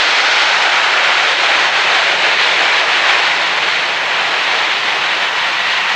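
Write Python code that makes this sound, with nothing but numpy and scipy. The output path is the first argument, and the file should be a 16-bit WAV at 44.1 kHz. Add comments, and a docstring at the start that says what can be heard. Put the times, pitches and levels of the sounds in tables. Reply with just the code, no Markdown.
"""Across the grass from a runway, a business jet rolls past with its thrust reversers open, heard at one point.
The deflected jets make a broad rush of shaped noise over a low rumble; moving air makes it flutter.
A faint whine of two wavering tones and a thin top hiss ride on it, and the grass returns a dull echo.
As the aircraft draws away the rush drops a little and the ground swallows more of its lower roar."""
import sys
import numpy as np
from scipy import signal
from scipy.fft import rfft, irfft
from scipy.io import wavfile
from scipy.ndimage import uniform_filter1d, minimum_filter1d

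SR = 44100
rng = np.random.default_rng(int(sys.argv[2]) if len(sys.argv) > 2 else 0)


def waveform_to_disk(signal):
    """Save audio, clipped to [-1, 1], as 16-bit WAV at the path in sys.argv[1]."""
    frames = np.transpose(np.atleast_2d(signal))
    scaled = np.clip(frames, -1, 1) * 32767
    samples = np.round(scaled).astype(np.int16)
    wavfile.write(sys.argv[1], SR, samples)


N = 262395
TIME = np.arange(N) / SR
FREQ = np.maximum(np.arange(N // 2 + 1) * SR / N, 1)

# Jet noise after its way through the air: (frequency [Hz], level per Hz [dB])
JET_NOISE_SPECTRUM = [(25, -42.5), (85, -35), (145, -19), (260, -17.5), (370, -10), (700, -4.5),
                      (1400, -1.2), (2250, -0.63), (3000, -3), (4000, -7), (5500, -16.5), (7200, -25),
                      (8600, -35.5), (12500, -70)]
# Fixed humps and hollows in the colour: (centre [Hz], width [Hz], size [dB])
RIPPLE = [(120, 30, 1.5), (192, 35, 1.5), (245, 55, -4), (810, 200, .6), (4870, 240, -3),
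          (5700, 240, -3), (6280, 240, 1.8), (6750, 300, -1.2), (7200, 240, 1.3)]
# Tilt of the rush, bright in the edge of the beam and dull just behind it: (time [s], slope [dB per octave])
RUSH_SLOPE = [(0, 0.8), (.42, 0.3), (.65, -1.3), (.95, -1), (1.25, 0.02), (5.95, -.5)]
# Roar of the big eddies, before gusts and overall jet level: (time [s], level [dB])
ROAR_LEVEL = [(0, -15.5), (1.3, -14.5), (2.0, -13), (3.1, -14.5), (4.2, -13.5), (5.95, -17.5)]
# Swells, fades and tilts from moving air: (time [s], half length [s], level [dB], brightening [dB per octave])
AIR_GUSTS = [(0.414, .03, 1.8, 1), (1.366, 0.024, -3, 1.5), (1.58, .12, 1, 0.2), (1.712, .025, -3, -1),
             (1.953, 0.014, 3, 1), (2.163, .04, -2, 0), (2.37, 0.034, -2, 1), (2.438, 0.044, 1.1, 1.5),
             (2.87, .03, -1.4, -2), (3.098, 0.035, 2.5, -0.5), (3.75, 0.11, 0.2, 1.7),
             (4.004, 0.11, -2, -.5), (4.54, .07, 1.5, 0), (4.747, 0.087, 0, 1.5), (5.33, .04, -2, -1),
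             (5.61, .05, -1.2, 1), (5.728, .05, 0.8, 1.5)]

# All the jet noise sinks with distance, and by one more step as the beam of the jets turns away
JETS_DB, RECEDE_DB_PER_S = -12, -0.09
TURN_S, TURN_LENGTH_S, TURN_DB = 3.32, 0.15, -2.5
# The bright edge of the beam passes first, on top of a steady hiss (both before the overall jet level)
EDGE_S, EDGE_LENGTH_S, EDGE_HISS_DB = 0.61, .14, -15
HISS_DB, HISS_DB_PER_S = -14.5, -0.32
# The favoured band climbs, with one quicker rise, as the aircraft turns its tail
CREST_HZ, CREST_HZ_PER_S, CREST_DB = 1370, 73, 2
CREST_JUMP_HZ, CREST_JUMP_S, CREST_JUMP_LENGTH_S = 650, 1.85, .6
# Frequency at which the bounce off the grass is one cycle late, and its climb
BOUNCE_HZ, BOUNCE_HZ_PER_S = 750, 33
# The rumble and the top hiss each grow from an offset below their final level
RUMBLE_DB, RUMBLE_START_DB, RUMBLE_RISE_S = -45.5, -6, .5
TOP_DB, TOP_START_DB, TOP_RISE_S = -55, -27, 2.8
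# Whine: the two pitches at first, the share by which they sink, and how soon
FAN_HZ, COMPRESSOR_HZ, DOPPLER_DROP, DOPPLER_S = 2033, 5470, .055, 1.3
# The fan is quietest midway and stronger to either side; the compressor starts loud and settles
FAN_DB, FAN_QUIETEST_S, FAN_DB_PER_S = -32.5, 2.6, 0.5
COMPRESSOR_DB, COMPRESSOR_START_DB, COMPRESSOR_FADE_S = -53, 13.5, .7
CUT_HZ = 15700  # top of the heard range


def undb(db):
    """Turn decibels into a gain."""
    return 10 ** (np.asarray(db) / 20)


def unit(x):
    """Scale to an average strength (rms) of 1."""
    return x / np.sqrt(np.mean(x ** 2))


def curves(table):
    """Draw each column after the time as a line with one value a sample."""
    times, *columns = np.transpose(table)
    return [np.interp(TIME, times, column) for column in columns]


def step(at_s, length_s):
    """A smooth change from 0 to 1."""
    return .5 + .5 * np.tanh(2 * (TIME - at_s) / length_s)


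def settle(length_s):
    """An exponential fall from 1 towards 0."""
    return np.exp(-TIME / length_s)


def below(hz, order=8):
    """Gain that lets low frequencies through."""
    return 1 / np.sqrt(1 + (FREQ / hz) ** (2 * order))


def above(hz, order=8):
    """Gain that lets high frequencies through."""
    return 1 / np.sqrt(1 + (hz / FREQ) ** (2 * order))


def noise(gain):
    """Random noise of rms 1, coloured by a gain at each frequency."""
    spectrum = rfft(rng.standard_normal(N))
    return unit(irfft(spectrum * gain, N))


def walk(hz):
    """A slow random wander of rms 1, moving up to about hz times a second."""
    return noise(below(hz, order=2))


def jet_colour():
    """Gain of the jet noise at each frequency: a broad hump with small fixed humps and hollows on it."""
    hz, db = np.transpose(JET_NOISE_SPECTRUM)
    colour_db = np.interp(np.log(FREQ), np.log(hz), db)
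    for centre, width, size in RIPPLE:
        colour_db = colour_db + size * np.exp(-2 * ((FREQ - centre) / width) ** 2)
    return undb(colour_db)


def gusts():
    """Moving air adds smooth bumps of level (dB) and slope (dB per octave)."""
    level_db, slope_db = 0, 0
    for at_s, half_s, db, lean_db in AIR_GUSTS:
        bump = np.exp(-((TIME - at_s) / half_s) ** 2)
        level_db = level_db + db * bump
        slope_db = slope_db + lean_db * bump
    return level_db, slope_db


def rush(colour, slope_db, low_hz=670, high_hz=4400, crest_octaves=0.14, patchy_db=.5, count=9):
    """Middle of the jet noise: bands lean and crest with the beam, and each wavers in the moving air."""
    crest_jump = CREST_JUMP_HZ * step(CREST_JUMP_S, CREST_JUMP_LENGTH_S)
    crest_hz = CREST_HZ + CREST_HZ_PER_S * TIME + crest_jump
    middle_hz = np.sqrt(low_hz * high_hz)
    edges = np.geomspace(low_hz, high_hz, count + 1)
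    total = 0
    for low, high in zip(edges, edges[1:]):
        gain = colour * above(low) * below(high)
        band = np.linalg.norm(gain) * noise(gain)  # keeps the band's natural strength
        centre = np.sqrt(low * high)
        lean = slope_db * np.log2(centre / middle_hz)
        closeness = np.exp(-(np.log2(centre / crest_hz) / crest_octaves) ** 2)
        crest = CREST_DB * (closeness - .4)  # lifts the favoured band, lowers the others
        total = total + band * undb(lean + crest + patchy_db * walk(9.1))
    return unit(total)


def jets(colour, rush_db=-0.42, flutter_db=.5, hiss_flutter_db=.5,
         roar_flutter_db=0.83, roar_gust_share=0.81, edge_top_hz=6500):
    """Big eddies roar, fine ones hiss; rush and hiss flutter together, the roar more slowly by itself."""
    level_db = JETS_DB + RECEDE_DB_PER_S * TIME + TURN_DB * step(TURN_S, TURN_LENGTH_S)
    big_db, = curves(ROAR_LEVEL)
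    slope_db, = curves(RUSH_SLOPE)
    gust_db, gust_slope_db = gusts()
    flutter = walk(24)

    roar_db = big_db + roar_gust_share * gust_db + roar_flutter_db * walk(9)
    roar = noise(colour * above(245) * below(653)) * undb(roar_db)

    middle_db = rush_db + gust_db + flutter_db * flutter
    middle = rush(colour, slope_db + gust_slope_db) * undb(middle_db)

    treble = colour * above(4424)
    fine = noise(treble * below(14000)) * undb(HISS_DB + HISS_DB_PER_S * TIME)
    edge_fade = 1 - step(EDGE_S, EDGE_LENGTH_S)
    edge = noise(treble * below(edge_top_hz)) * undb(EDGE_HISS_DB) * edge_fade
    hiss = (fine + edge) * undb(gust_db + hiss_flutter_db * flutter)
    return (roar + middle + hiss) * undb(level_db)


def ground(direct, bounce_db=-14, absorb_hz=1300):
    """Grass returns low notes late; the lag shrinks with distance, so a hollow colour slides upward."""
    cycle_hz = BOUNCE_HZ + BOUNCE_HZ_PER_S * TIME
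    dull = irfft(rfft(direct) * below(absorb_hz, order=3), N)
    bounce = np.interp(TIME - 1 / cycle_hz, TIME, dull, left=0)
    return direct + undb(bounce_db) * bounce


def rumble(colour):
    """Long waves hug the ground: the low noise builds up, then holds as the aircraft moves on."""
    level_db = RUMBLE_DB + RUMBLE_START_DB * settle(RUMBLE_RISE_S)
    return noise(colour * below(240)) * undb(level_db)


def blade_tone(hz, db, wander=.004, fade_db=3):
    """A blade-passing tone, its pitch smeared by uneven inflow, that fades in and out."""
    wandering_hz = hz * (1 + wander * walk(40))
    phase = 2 * np.pi * np.cumsum(wandering_hz) / SR
    tone = np.sin(phase) * undb(fade_db * walk(10))
    return unit(tone) * undb(db)


def whine():
    """Fan and compressor sing faintly and sink in pitch as the aircraft recedes (Doppler effect)."""
    doppler = 1 - DOPPLER_DROP * (1 - settle(DOPPLER_S))
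    fan_db = FAN_DB + FAN_DB_PER_S * np.abs(TIME - FAN_QUIETEST_S)
    fan = blade_tone(FAN_HZ * doppler, fan_db, wander=.014)
    compressor_db = COMPRESSOR_DB + COMPRESSOR_START_DB * settle(COMPRESSOR_FADE_S)
    compressor = blade_tone(COMPRESSOR_HZ * doppler, compressor_db, wander=.006)
    return fan + compressor


def top_hiss():
    """A thin, high noise that slowly grows, ever more gently."""
    level_db = TOP_DB + TOP_START_DB * settle(TOP_RISE_S)
    return noise(above(10000) * below(8500, order=2)) * undb(level_db)


def scene():
    """All sources add up at one point, alike in both channels."""
    colour = jet_colour()
    mono = ground(jets(colour)) + rumble(colour) + whine() + top_hiss()
    return np.array([mono, mono])


def limiter(x, size=160):
    """Ease the gain down round each peak that would pass the ceiling (size in samples)."""
    ceiling = .87
    loudest = np.abs(x).max(axis=0)
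    room = ceiling / np.maximum(loudest, ceiling)
    held = minimum_filter1d(room, 2 * size + 1)
    smooth = uniform_filter1d(uniform_filter1d(held, size), size)
    return x * smooth


def record(dry):
    """Hold down the highest peaks, then cut the very top steeply."""
    low_pass = signal.ellip(10, .1, 70, CUT_HZ, fs=SR, output="sos")
    return signal.sosfilt(low_pass, limiter(dry))


dry = scene()
out = record(dry)
waveform_to_disk(out)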